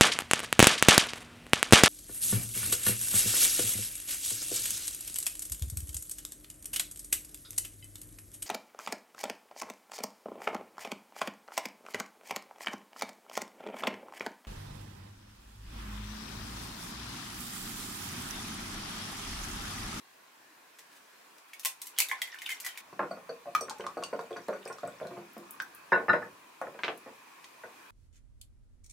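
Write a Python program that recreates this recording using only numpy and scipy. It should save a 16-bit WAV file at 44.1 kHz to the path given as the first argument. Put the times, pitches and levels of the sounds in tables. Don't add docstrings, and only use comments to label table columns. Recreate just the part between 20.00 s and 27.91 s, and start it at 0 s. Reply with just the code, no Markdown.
import sys
import numpy as np
from scipy import signal
from scipy.io import wavfile
from scipy.ndimage import uniform_filter1d

SR = 44100
rng = np.random.default_rng(int(sys.argv[2]) if len(sys.argv) > 2 else 0)


def nominal_scale(level):
    x = np.asarray(level, float) / 20
    return 10 ** x


def bounce(signal):
    frames = np.transpose(np.atleast_2d(signal))
    limited = np.clip(frames, -1, 1)
    pcm = np.round(limited * 32767).astype(np.int16)
    wavfile.write(sys.argv[1], SR, pcm)


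N = 348717

# (frequency [Hz], density [dB per Hz])
FAN_SPECTRUM = [(15, -84), (25, -48), (288, -7.5), (524, -6), (1090, -3), (1220, -7), (1640, 0), (2210, -7),
                (2670, -7.5), (3810, -9), (15200, -17), (16500, -25)]
# (frequency [Hz], width [Hz], lift [dB])
DUCT_HUMPS = [(319, 35, 4.5), (1070, 420, 9), (1600, 97, -4), (2450, 360, 8.5)]
# (time [s], level [dB])
FAN_LEVEL = [(0, -59), (1.38, -57.5), (1.40, -59), (2.8, -55), (2.83, -58.5), (5.6, -57), (6.5, -58),
             (7.92, -56)]
# (frequency [Hz], likeness [0-1])
FAN_LIKENESS = [(60, 0.98), (180, 1), (550, 0.07), (1650, 0.24), (4970, 0.11), (15000, 0.24)]
# (start [s], duct humps [factor], bass [dB])
SCENES = [
    (0, 0.5, 6),
    (1.39, 0.9, 0),
    (2.81, 1.05, 15),
    (5.9, 1.13, 9),
]
# (start [s], length [s], frequency [Hz], lift [dB])
DISH_HOLLOW = [
    (5.42, .2, 1200, 9),
    (5.62, .32, 1620, 13),
    (5.66, .26, 1200, 5),
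    (5.73, .12, 2600, 5),
    (7.78, .2, 1600, 11),
    (7.76, .2, 2500, 5),
]
HOLLOW_WIDTH_HZ = 150
# (frequency [Hz], t60 [s])
ROOM_DECAY = [(200, 0.52), (530, 0.25), (1400, 0.18), (3700, 0.18), (9700, 0.19), (16000, 0.13)]
# (time [s], level [dB])
CRUMBS = [
    [(1.94, -67), (1.98, -48), (2.05, -52), (2.24, -52), (2.35, -52), (2.4, -56), (2.49, -52), (2.54, -50),
     (2.58, -58), (2.65, -54), (2.72, -54), (2.81, -60)],
    [(3.55, -63), (3.706, -67.5), (4.3, -64), (4.7, -58), (4.82, -62), (5.2, -66)],
]
# (time [s], level [dB], bright edge [Hz], chatter [s])
STICKS_LAID = [
    (5.001, -35, 2040, .008),
    (6.615, -27, 1510, 0.012),
    (6.791, -31, 2100, 0.0088),
    (6.835, -14.5, 3400, 0.012),
    (6.846, -23, 4300, .012),
    (6.881, -17.5, 2800, 0.014),
]
# (time [s], first mode [dB], second re first [dB], third re first [dB])
CLINKS = [(2.9312, -61, -18, -15), (3.112, -48, -29, -13), (3.2934, -43.5, -22, -28),
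          (3.609, -45.5, 4.5, 4), (3.7978, -63, -5, 0), (3.973, -55, -14, -8), (4.0357, -41.5, -13, -2.5),
          (4.133, -54, -17, -8), (4.1924, -54, -15, -18), (4.3064, -59, -16, -5), (4.366, -50.5, -12, -24),
          (4.5346, -60.5, -6, -5), (4.677, -59, -6, 12.5)]
# (frequency [Hz], level [dB], t60 [s])
STICK_MODES = [(4581, 0, 0.06), (5820, 4, 0.037), (6030, 13, 0.02), (8170, 0, 0.023), (8400, -2, .05)]
# (time [s], spray [dB], spray centre
# [Hz], bubble [Hz], bubble [dB])
WET_SMACKS = [(3.550, -19.5, 3240, 1212, -17.5), (3.551, -23.5, 11900, 2320, -24),
              (3.61, -31.5, 8800, 6250, -48.5), (3.697, -22, 5000, 4900, -38), (3.785, -39.5, 7000, 2500, -58),
              (3.808, -35, 2960, 3110, -39.5), (3.866, -31, 4500, 1136, -24), (4.026, -38, 4030, 1110, -33),
              (4.037, -24, 5500, 2780, -31), (4.192, -42, 4480, 1060, -29.5), (4.211, -44, 8500, 3770, -53),
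              (4.329, -44, 4000, 3380, -43.5), (4.368, -41, 4000, 1600, -37.5), (4.483, -37, 7000, 4100, -47),
              (4.654, -37, 5400, 5100, -42), (4.676, -41, 9000, 2450, -38.5), (4.727, -39, 5860, 5620, -43.5),
              (4.785, -40, 4230, 1230, -40), (4.875, -41, 8900, 7960, -44.5), (5.070, -39, 6000, 4100, -45.5),
              (5.333, -43.5, 13000, 13000, -50), (5.380, -35, 12300, 5070, -56),
         (5.508, -25, 14400, 11100, -40.5), (5.601, -29, 3470, 1550, -22), (5.622, -30, 14000, 5820, -46),
         (5.749, -29.5, 13000, 11900, -48), (6.615, -39, 7000, 1070, -29.5), (6.790, -49, 4000, 2400, -55),
         (6.839, -53, 7000, 2300, -30), (6.976, -37.5, 12000, 11000, -47), (7.443, -37.5, 4270, 2000, -47)]
BUBBLE_T60_S, YOLK_T60_S = 0.045, 0.16

# (frequency [Hz], density [dB per Hz])
SNAP_SPECTRUM = [(240, -64), (400, -35), (1050, -27), (1620, -34.5), (1960, -19), (2250, -19.5),
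                 (12500, -18), (15500, -21), (17000, -45)]
# (time [s], snap level [dB])
HANDLING = [
    (0.7876, -35),
    (0.915, -51),
    (0.9264, -45),
    (0.954, -45),
    (0.9644, -45),
    (1.3828, -44),
]
TRAY_HZ, TRAY_DB, TRAY_TILT_DB = 2000, -19, -3
# (time [s], snap [dB], ring [Hz], ring re
# snap [dB])
SHELL_SNAPS = [(1.484, -50, 3380, -14), (1.5336, -36, 2200, -4), (1.5957, -29.5, 1820, -24),
               (1.6337, -37, 2600, -13), (1.6495, -11, 2090, -30), (1.656, -13.5, 1964, -17.5),
               (1.8169, -26, 1730, -35), (1.8584, -35, 2230, -47), (1.8696, -27, 2450, -41),
               (1.9647, -47, 3330, 0), (1.9789, -33, 3300, -4), (1.9868, -4.5, 2960, -22),
               (2.0025, -7.5, 2300, -19), (2.0197, -19, 2610, -10),
               (2.0864, -28, 3720, -13), (2.0963, -36.5, 2000, -0.5), (2.1136, -27.5, 1977, 6.5),
           (2.1284, -53, 2010, 21), (2.2177, -19.5, 3345, -7.5), (2.2746, -38, 2030, -3),
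           (2.3433, -41.5, 1790, 4.5), (2.387, -39.5, 3020, -1), (2.4191, -30, 2110, -6),
           (2.462, -30.5, 2960, 1), (2.492, -26, 2090, -4.5), (2.504, -26, 2160, -5.5),
           (2.5177, -25, 2160, -11), (2.6013, -26, 3210, -28), (2.648, -24, 1970, -16),
           (2.6637, -22.5, 1930, -9), (2.688, -38.5, 3150, -1), (2.7748, -30, 2165, -8),
           (2.804, -45, 2450, -4)]
CRACKLE_S, CRACKLE_S_PER_DB = 0.003, 0.00018
EVEN_RING_DB, DULL_PER_DB = -18, 0.11
CUT_S = 2.812

# (frequency [Hz], level [dB], t60 [s])
HOLLOW_MODES = [(118, -9, .07), (194.3, 0, .14), (250, -7, .08), (300, -4, .1), (358, -1, .17)]
# (frequency [Hz], level [dB], t60 [s])
LOW_MODES = [(420, -2, .1), (469, 6, .14), (510, 3, .15), (556, 4, .15), (620, 3, .15), (686, 5, .17)]
# (frequency [Hz], level [dB], t60 [s])
HELD_MODES = [(805, -8, .12), (858, -6, .2), (905, -2, .13), (1060, 5, .1), (1110, 5, .1), (1220, 0, .1),
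              (1277, -4, .1), (1394, -2, .2), (1466, -4, .2)]
# (frequency [Hz], level [dB], t60 [s])
FREED_MODES = [(856, -2, .2), (910, -1, .17), (1040, -7, .15), (1087, -5, .2), (1220, -5, .15),
               (1281, -8, .17), (1390, -6, .17), (1470, -1, .17), (1540, -9, .2), (1685, -9, .2),
               (1781, -2, .1), (1975, -16, .15)]
# (frequency [Hz], level [dB])
CLACK_SPECTRUM = [(1000, -53), (1700, 4), (2500, -4.5), (3500, -25), (6000, -32), (16000, -44.5)]
# (time [s], level [dB], sharpness [dB], bass [dB])
WHISK = [(2.928, -43, -6, -4), (2.993, -24, 0, -8), (3.03, -32, -3, -4), (3.11, -28, -13, -14),
         (3.168, -42, -7, -8), (3.292, -32, -10, -18), (3.457, -38, -13, -12), (3.47, -34, -15, -14),
         (3.611, -33, -10, -12), (3.683, -43, 4, -8), (3.707, -45, 3, -9), (3.797, -32, -11, -12),
         (3.839, -42, 3, -9), (3.97, -27, -13, -16), (4.022, -36, -6, -12), (4.129, -27, -9, -14),
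         (4.191, -32, -8, -14), (4.307, -31, -13, -14), (4.362, -35, -2, -12), (4.485, -23, -12, -16),
         (4.529, -38, 0, -12), (4.658, -32, -14, -12), (4.7, -33, -8, -14), (4.832, -30, -11, -9),
         (4.875, -39, -8, -9), (5.013, -30, -16, -12), (5.05, -36, -12, -8), (5.11, -39, -8, -3),
         (5.169, -39, -6, -4), (5.366, -40, -7, -1)]
# (time
# [s], level [dB], sharpness [dB], bass [dB], rattle [s])
SET_DOWN = [(5.92, -23, 5, -11, .008), (5.929, -24, 4, -11, .025), (5.96, -28, 0, -8, .03),
            (6.083, -27, 3, -9, .008), (6.093, -25, 7, -13, .012), (6.132, -20, -1, -15, .02),
            (6.22, -40, 2, -8, .03), (6.616, -32, -7, -14, .015), (6.669, -36, -5, -9, .009),
            (6.746, -42, -9, -9, .012), (6.837, -34, -9, -14, .015), (6.882, -33, -9, -14, .02),
            (7.061, -43, -4, 0, .029), (7.636, -40, 0, -12, .013)]
WHISK_RATTLE_S = 0.015
WHISK_LASTING, SET_LASTING = 0.48, 0.45
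# (at sharpness 0 [dB], growth [dB per dB of sharpness])
WHISK_CLACK, SET_CLACK = (-13, 1.05), (-16, 0.3)
# (time [s], frequency [Hz], level [dB], t60 [s])
SHELL_RINGS = [(1.650, 1058, -42, .078), (2.006, 1014, -52, .09), (2.114, 1036, -37.5, .075),
               (2.116, 830, -38, .025), (2.128, 1036, -35.5, .072), (2.218, 2030, -24.5, .023),
               (2.328, 1800, -46, .03), (2.458, 3600, -38, .03), (2.505, 3100, -38, .06),
               (2.519, 2100, -32, .04), (2.642, 2000, -44, .04), (2.7, 3080, -47, .07)]
# (time [s], frequency [Hz], level [dB], t60
# [s])
RUB_RINGS = [
    (3.01, 1394, -36, .2),
    (3.706, 860, -34, .045),
    (4.536, 1460, -43, .06),
    (4.706, 1440, -44, .06),
    (4.878, 1450, -49, .05),
    (5.048, 1453, -50, .05),
    (5.112, 358, -50, .2),
    (5.18, 345, -50, .15),
    (5.386, 350, -49, .12),
]
# (time [s], frequency [Hz], level [dB], t60 [s])
DISH_RINGS = [(5.919, 1785, -24, .08), (5.922, 5150, -50, .12), (5.922, 3731, -49, .16),
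              (5.93, 3962, -54, .2), (5.931, 1750, -18.5, .034), (5.93, 2729, -39.5, .12),
              (5.939, 1478, -30, .14), (6.085, 1781, -30, .073), (6.086, 2730, -44, .08),
              (6.094, 2730, -38, .1), (6.094, 1475, -25, .08), (6.095, 1790, -18, .039),
              (6.093, 3965, -42, .17), (6.094, 3731, -48, .17), (6.085, 5140, -54, .09),
              (6.133, 5130, -62, .2), (6.222, 5130, -62, .05), (6.133, 1482, -24, .097),
              (6.227, 1760, -34.5, .033)]
SHELL_SWELL_S, RUB_SWELL_S, DISH_SWELL_S = 0.001, 0.008, 0.0025


def read(points, hz):
    f, value = np.transpose(points)
    return np.interp(np.log(hz + 1), np.log(f + 1), value)


def topped(x):
    return x / (abs(x).max() + 1e-12)


def add(mix, s, sound, pan_db=0):
    part = mix[:, round(s * SR):][:, :len(sound)]
    part += sound[:part.shape[1]] * nominal_scale(np.array([[pan_db / 2], [-pan_db / 2]]))


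def ring(modes, spread_db, lasting=1, rise_s=0.00029, detune=0.0099):
    hz, db, t60 = np.transpose(modes)[:, :, None]
    t = np.arange(int(min(6000, lasting * t60.max() * SR))) / SR
    sign_luck, level_luck, pitch_luck = rng.standard_normal((3, len(modes), 1))
    decay = np.exp(-np.log(1000) * t / (lasting * t60))
    fade = decay * (1 - np.exp(-t / rise_s)) * (1 - (t / t[-1]) ** 2)
    tones = np.sin(2 * np.pi * hz * (1 + detune * pitch_luck) * t)
    strengths = np.sign(sign_luck) * nominal_scale(db + spread_db * level_luck)
    return topped((strengths * fade * tones).sum(0))


def crowded(modes, count=8):
    low_hz, high_hz = 0.885 * modes[0][0], 1.12 * modes[-1][0]
    hz = low_hz + (high_hz - low_hz) * (np.arange(count) + rng.random(count)) / count
    db = -2 - 9 * np.maximum(np.log2(220 / hz), 0) - 50 * np.maximum(np.log2(hz / 1800), 0)
    return modes + [(f, level, .09) for f, level in zip(hz, db)]


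def chatter(length_s, per_s, rebound):
    t = np.arange(4000) / SR
    touch = rng.standard_normal(len(t)) * (rng.random(len(t)) < per_s / SR)
    touch *= rebound * np.exp(-t / max(length_s, 1e-4))
    touch[0] = 1
    return touch


def colour(x, gain_db):
    size = 2048
    hz = abs(np.fft.fftfreq(size, 1 / SR))
    log_gain = np.log(nominal_scale(np.maximum(gain_db(hz), -80)))
    taps = np.fft.ifft(np.exp(log_gain - 1j * signal.hilbert(log_gain).imag)).real
    return signal.fftconvolve(x, taps[:size // 2])


def fan():
    frames, hz = N // 256 + 5, np.fft.rfftfreq(1024, 1 / SR)
    a, b, c, d, patches = rng.standard_normal((frames, 513, 5)).T
    patches = uniform_filter1d(uniform_filter1d(patches, 6, 0), 14, 1)
    t = np.arange(frames) * 256 / SR
    start, humps, bass_db = np.transpose(SCENES)
    which = np.searchsorted(start[1:], t)
    level_db = np.interp(t, *np.transpose(FAN_LEVEL))
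    hump_db = sum(db / (1 + (2 * (hz - f) / width) ** 2) for f, width, db in DUCT_HUMPS)
    field_db = read(FAN_SPECTRUM, hz)[:, None] + np.outer(hump_db, humps[which])
    field_db += np.outer(1 / (1 + (hz / 300) ** 2), bass_db[which])
    field_db -= 10 * np.log10(np.mean(nominal_scale(read(FAN_SPECTRUM, hz)) ** 2))
    for s, length_s, f, db in DISH_HOLLOW:
        band = 1 / (1 + (2 * (hz - f) / HOLLOW_WIDTH_HZ) ** 2)
        passing = np.sin(np.pi * np.clip((t - s) / length_s, 0, 1)) ** .5
        field_db += db * np.outer(band, passing)
    same = np.clip(read(FAN_LIKENESS, hz), -1, 1)[:, None]
    left = a + 1j * b
    right = same * left + np.sqrt(1 - same ** 2) * (c + 1j * d)
    wavering_db = 1.45 * patches / patches.std()
    z = np.array([left, right]) * nominal_scale(field_db + level_db + wavering_db - 28)
    return signal.istft(z, nperseg=1024, noverlap=768)[1][:, :N]


def echoes():
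    size = SR // 3
    taps = np.zeros((2, size))
    at = np.arange(60, size - 20, 20) + rng.integers(0, 20, (2, (size - 61) // 20))
    np.put_along_axis(taps, at, rng.choice([-1., 1.], at.shape), 1)
    hz, t, z = signal.stft(taps, SR, nperseg=256)
    alike = np.clip(.02 + 0.93 / (1 + (hz / 1200) ** 3), 0, 1)[:, None]
    z[1] = alike * z[0] + np.sqrt(1 - alike ** 2) * z[1]
    decay = nominal_scale(-60 * t / read(ROOM_DECAY, hz)[:, None])
    tail = signal.istft(z * decay, SR, nperseg=256)[1]
    return tail / np.linalg.norm(tail[0])


def room(x):
    turn = 2 * np.pi * 2.3 * np.arange(N) / SR
    wet = np.zeros((2, N))
    for k in range(3):
        share = np.sqrt(2 / 3) * np.cos(turn + k * np.pi / 3)
        wet += signal.oaconvolve((share * x.mean(0))[None], echoes(), axes=1)[:, :N]
    return wet


def crumbs():
    out, t = np.zeros((2, N)), np.arange(300) / SR
    sizes = nominal_scale(7 * np.minimum(rng.exponential(1, (2, N)), 4))
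    draw = rng.random((2, N)) * SR // 70
    for k, hz in enumerate(np.geomspace(1500, 7000, 8)):
        size = sizes * (draw == k)
        grain = np.sin(2 * np.pi * hz * t) * t * hz * np.exp(-t * hz / 2.1)
        out += signal.oaconvolve(size + .6 * size[::-1], grain[None], axes=1)[:, :N]
    level = 0
    for rows in CRUMBS:
        level = level + nominal_scale(np.interp(np.arange(N) / SR, *np.transpose(rows), left=-120, right=-120))
    return nominal_scale(-3) * level * out / out.std()


def sticks_laid():
    out = np.zeros((2, N))
    for s, db, edge_hz, chatter_s in STICKS_LAID:
        def tick_db(f):
            above = -13 * np.log10(1 + (f / edge_hz) ** 7)
            return above - 12 * np.log10(1 + (350 / (f + 1)) ** 4)
        add(out, s, nominal_scale(db) * topped(colour(chatter(chatter_s, 6000, 0.21), tick_db)))
    return out


def clinks():
    out = np.zeros((2, N))
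    for s, db, second_db, third_db in CLINKS:
        blows = chatter(0.011, 390, 0.42)
        groups = ((STICK_MODES[:1], 0), (STICK_MODES[1:3], second_db + 10), (STICK_MODES[3:], third_db + 4))
        for modes, more_db in groups:
            steel = ring(modes, 1.3, 1.0, rise_s=0.00081, detune=0.012)
            add(out, s, nominal_scale(db + more_db) * topped(signal.fftconvolve(blows, steel)))
    return out


def smacks():
    out, t = np.zeros((2, N)), np.arange(6000) / SR
    for k, (s, spray_db, spray_hz, bubble_hz, bubble_db) in enumerate(WET_SMACKS):
        t60 = BUBBLE_T60_S if k else YOLK_T60_S
        spray = colour(chatter(0.0054, 4400, 0.31), lambda f: -9 * np.log2((f + 1) / spray_hz) ** 2)
        add(out, s, nominal_scale(spray_db) * topped(spray), 1.2)
        pop = nominal_scale(-60 * t / (0.33 * t60)) + 0.083 * nominal_scale(-60 * t / t60)
        rising_tone = np.sin(2 * np.pi * bubble_hz * t * (1 + 0.77 * t))
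        bubble = pop * rising_tone * (1 - np.exp(-t / 0.00022))
        add(out, s, nominal_scale(bubble_db) * topped(signal.fftconvolve(chatter(0.0032, 300, 0.1), bubble)))
    return out


def cracks():
    out = np.zeros((2, N))
    snaps = [(*row, TRAY_HZ, TRAY_DB, TRAY_TILT_DB) for row in HANDLING]
    snaps += [(*row, DULL_PER_DB * (EVEN_RING_DB - row[-1])) for row in SHELL_SNAPS]
    for s, db, hz, ring_db, tilt_db in snaps:
        crackle_s = CRACKLE_S - CRACKLE_S_PER_DB * db
        snap = colour(chatter(crackle_s, 5000, 0.58),
                      lambda f: read(SNAP_SPECTRUM, f) + tilt_db * np.log2((f + 1) / 6000))
        add(out, s, nominal_scale(db) * topped(snap), 1.5)
        piece_modes = [(hz, 0, .022), (hz * .87, -6, .015), (hz * 1.17, -6, .015), (hz * 1.55, -12, .012)]
        piece = ring(piece_modes, 1.5)
        touches = chatter(crackle_s, 900, 0.21)
        add(out, s, nominal_scale(db + ring_db + 4.5) * topped(signal.fftconvolve(touches, piece)))
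    return out


def lone_rings():
    out = np.zeros((2, N))
    sources = ((SHELL_RINGS, SHELL_SWELL_S), (RUB_RINGS, RUB_SWELL_S), (DISH_RINGS, DISH_SWELL_S))
    for rows, swell_s in sources:
        for s, hz, db, t60 in rows:
            pair = [(hz, 0, t60), (hz * 1.009, -11, t60)]
            add(out, s, nominal_scale(db) * ring(pair, 1.2, rise_s=swell_s, detune=0.0015))
    return out


def knocks():
    out = np.zeros((2, N))
    blows_given = [(*row, WHISK_RATTLE_S, WHISK_LASTING, HELD_MODES, *WHISK_CLACK) for row in WHISK]
    blows_given += [(*row, SET_LASTING, FREED_MODES, *SET_CLACK) for row in SET_DOWN]
    for s, level_db, sharp_db, bass_db, rattle_s, lasting, middle, clack_db, slope in blows_given:
        blows = chatter(rattle_s, 900, 0.3)
        for modes, db in ((HOLLOW_MODES, bass_db - 2), (LOW_MODES, 0.3), (middle, sharp_db + 3)):
            body = ring(crowded(modes, count=14), 1.5, lasting, rise_s=0.00052, detune=0.004)
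            add(out, s, nominal_scale(level_db + db) * topped(signal.fftconvolve(blows, body)))
        clack = colour(blows + chatter(rattle_s, 4000, 0.46), lambda f: read(CLACK_SPECTRUM, f))
        add(out, s, nominal_scale(level_db + clack_db + slope * sharp_db + 8.5) * topped(clack))
    return out


def scene():
    shell = cracks()
    egg = smacks() + clinks() + crumbs()
    counter = knocks() + lone_rings() + sticks_laid()
    before_cut = np.arange(N) < CUT_S * SR
    shell = signal.sosfilt(signal.butter(2, 420, "high", fs=SR, output="sos"), shell)
    hits = nominal_scale(-1) * (egg + counter) + room(nominal_scale(-2) * egg + nominal_scale(-3.5) * counter)
    hits += before_cut * (nominal_scale(-1.5) * shell + room(nominal_scale(-2) * shell))
    return signal.sosfilt(signal.butter(3, 120, "high", fs=SR, output="sos"), hits) + fan()


def band_limit(x):
    return signal.sosfilt(signal.butter(12, 16970, fs=SR, output="sos"), x)


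def record(dry):
    edge = signal.firwin(511, 15950, window=("kaiser", 3), fs=SR)
    below_edge = signal.oaconvolve(dry, edge[None], "same", axes=1)
    return band_limit(nominal_scale(-23) * dry + below_edge)


dry = scene()
out = record(dry)
bounce(out)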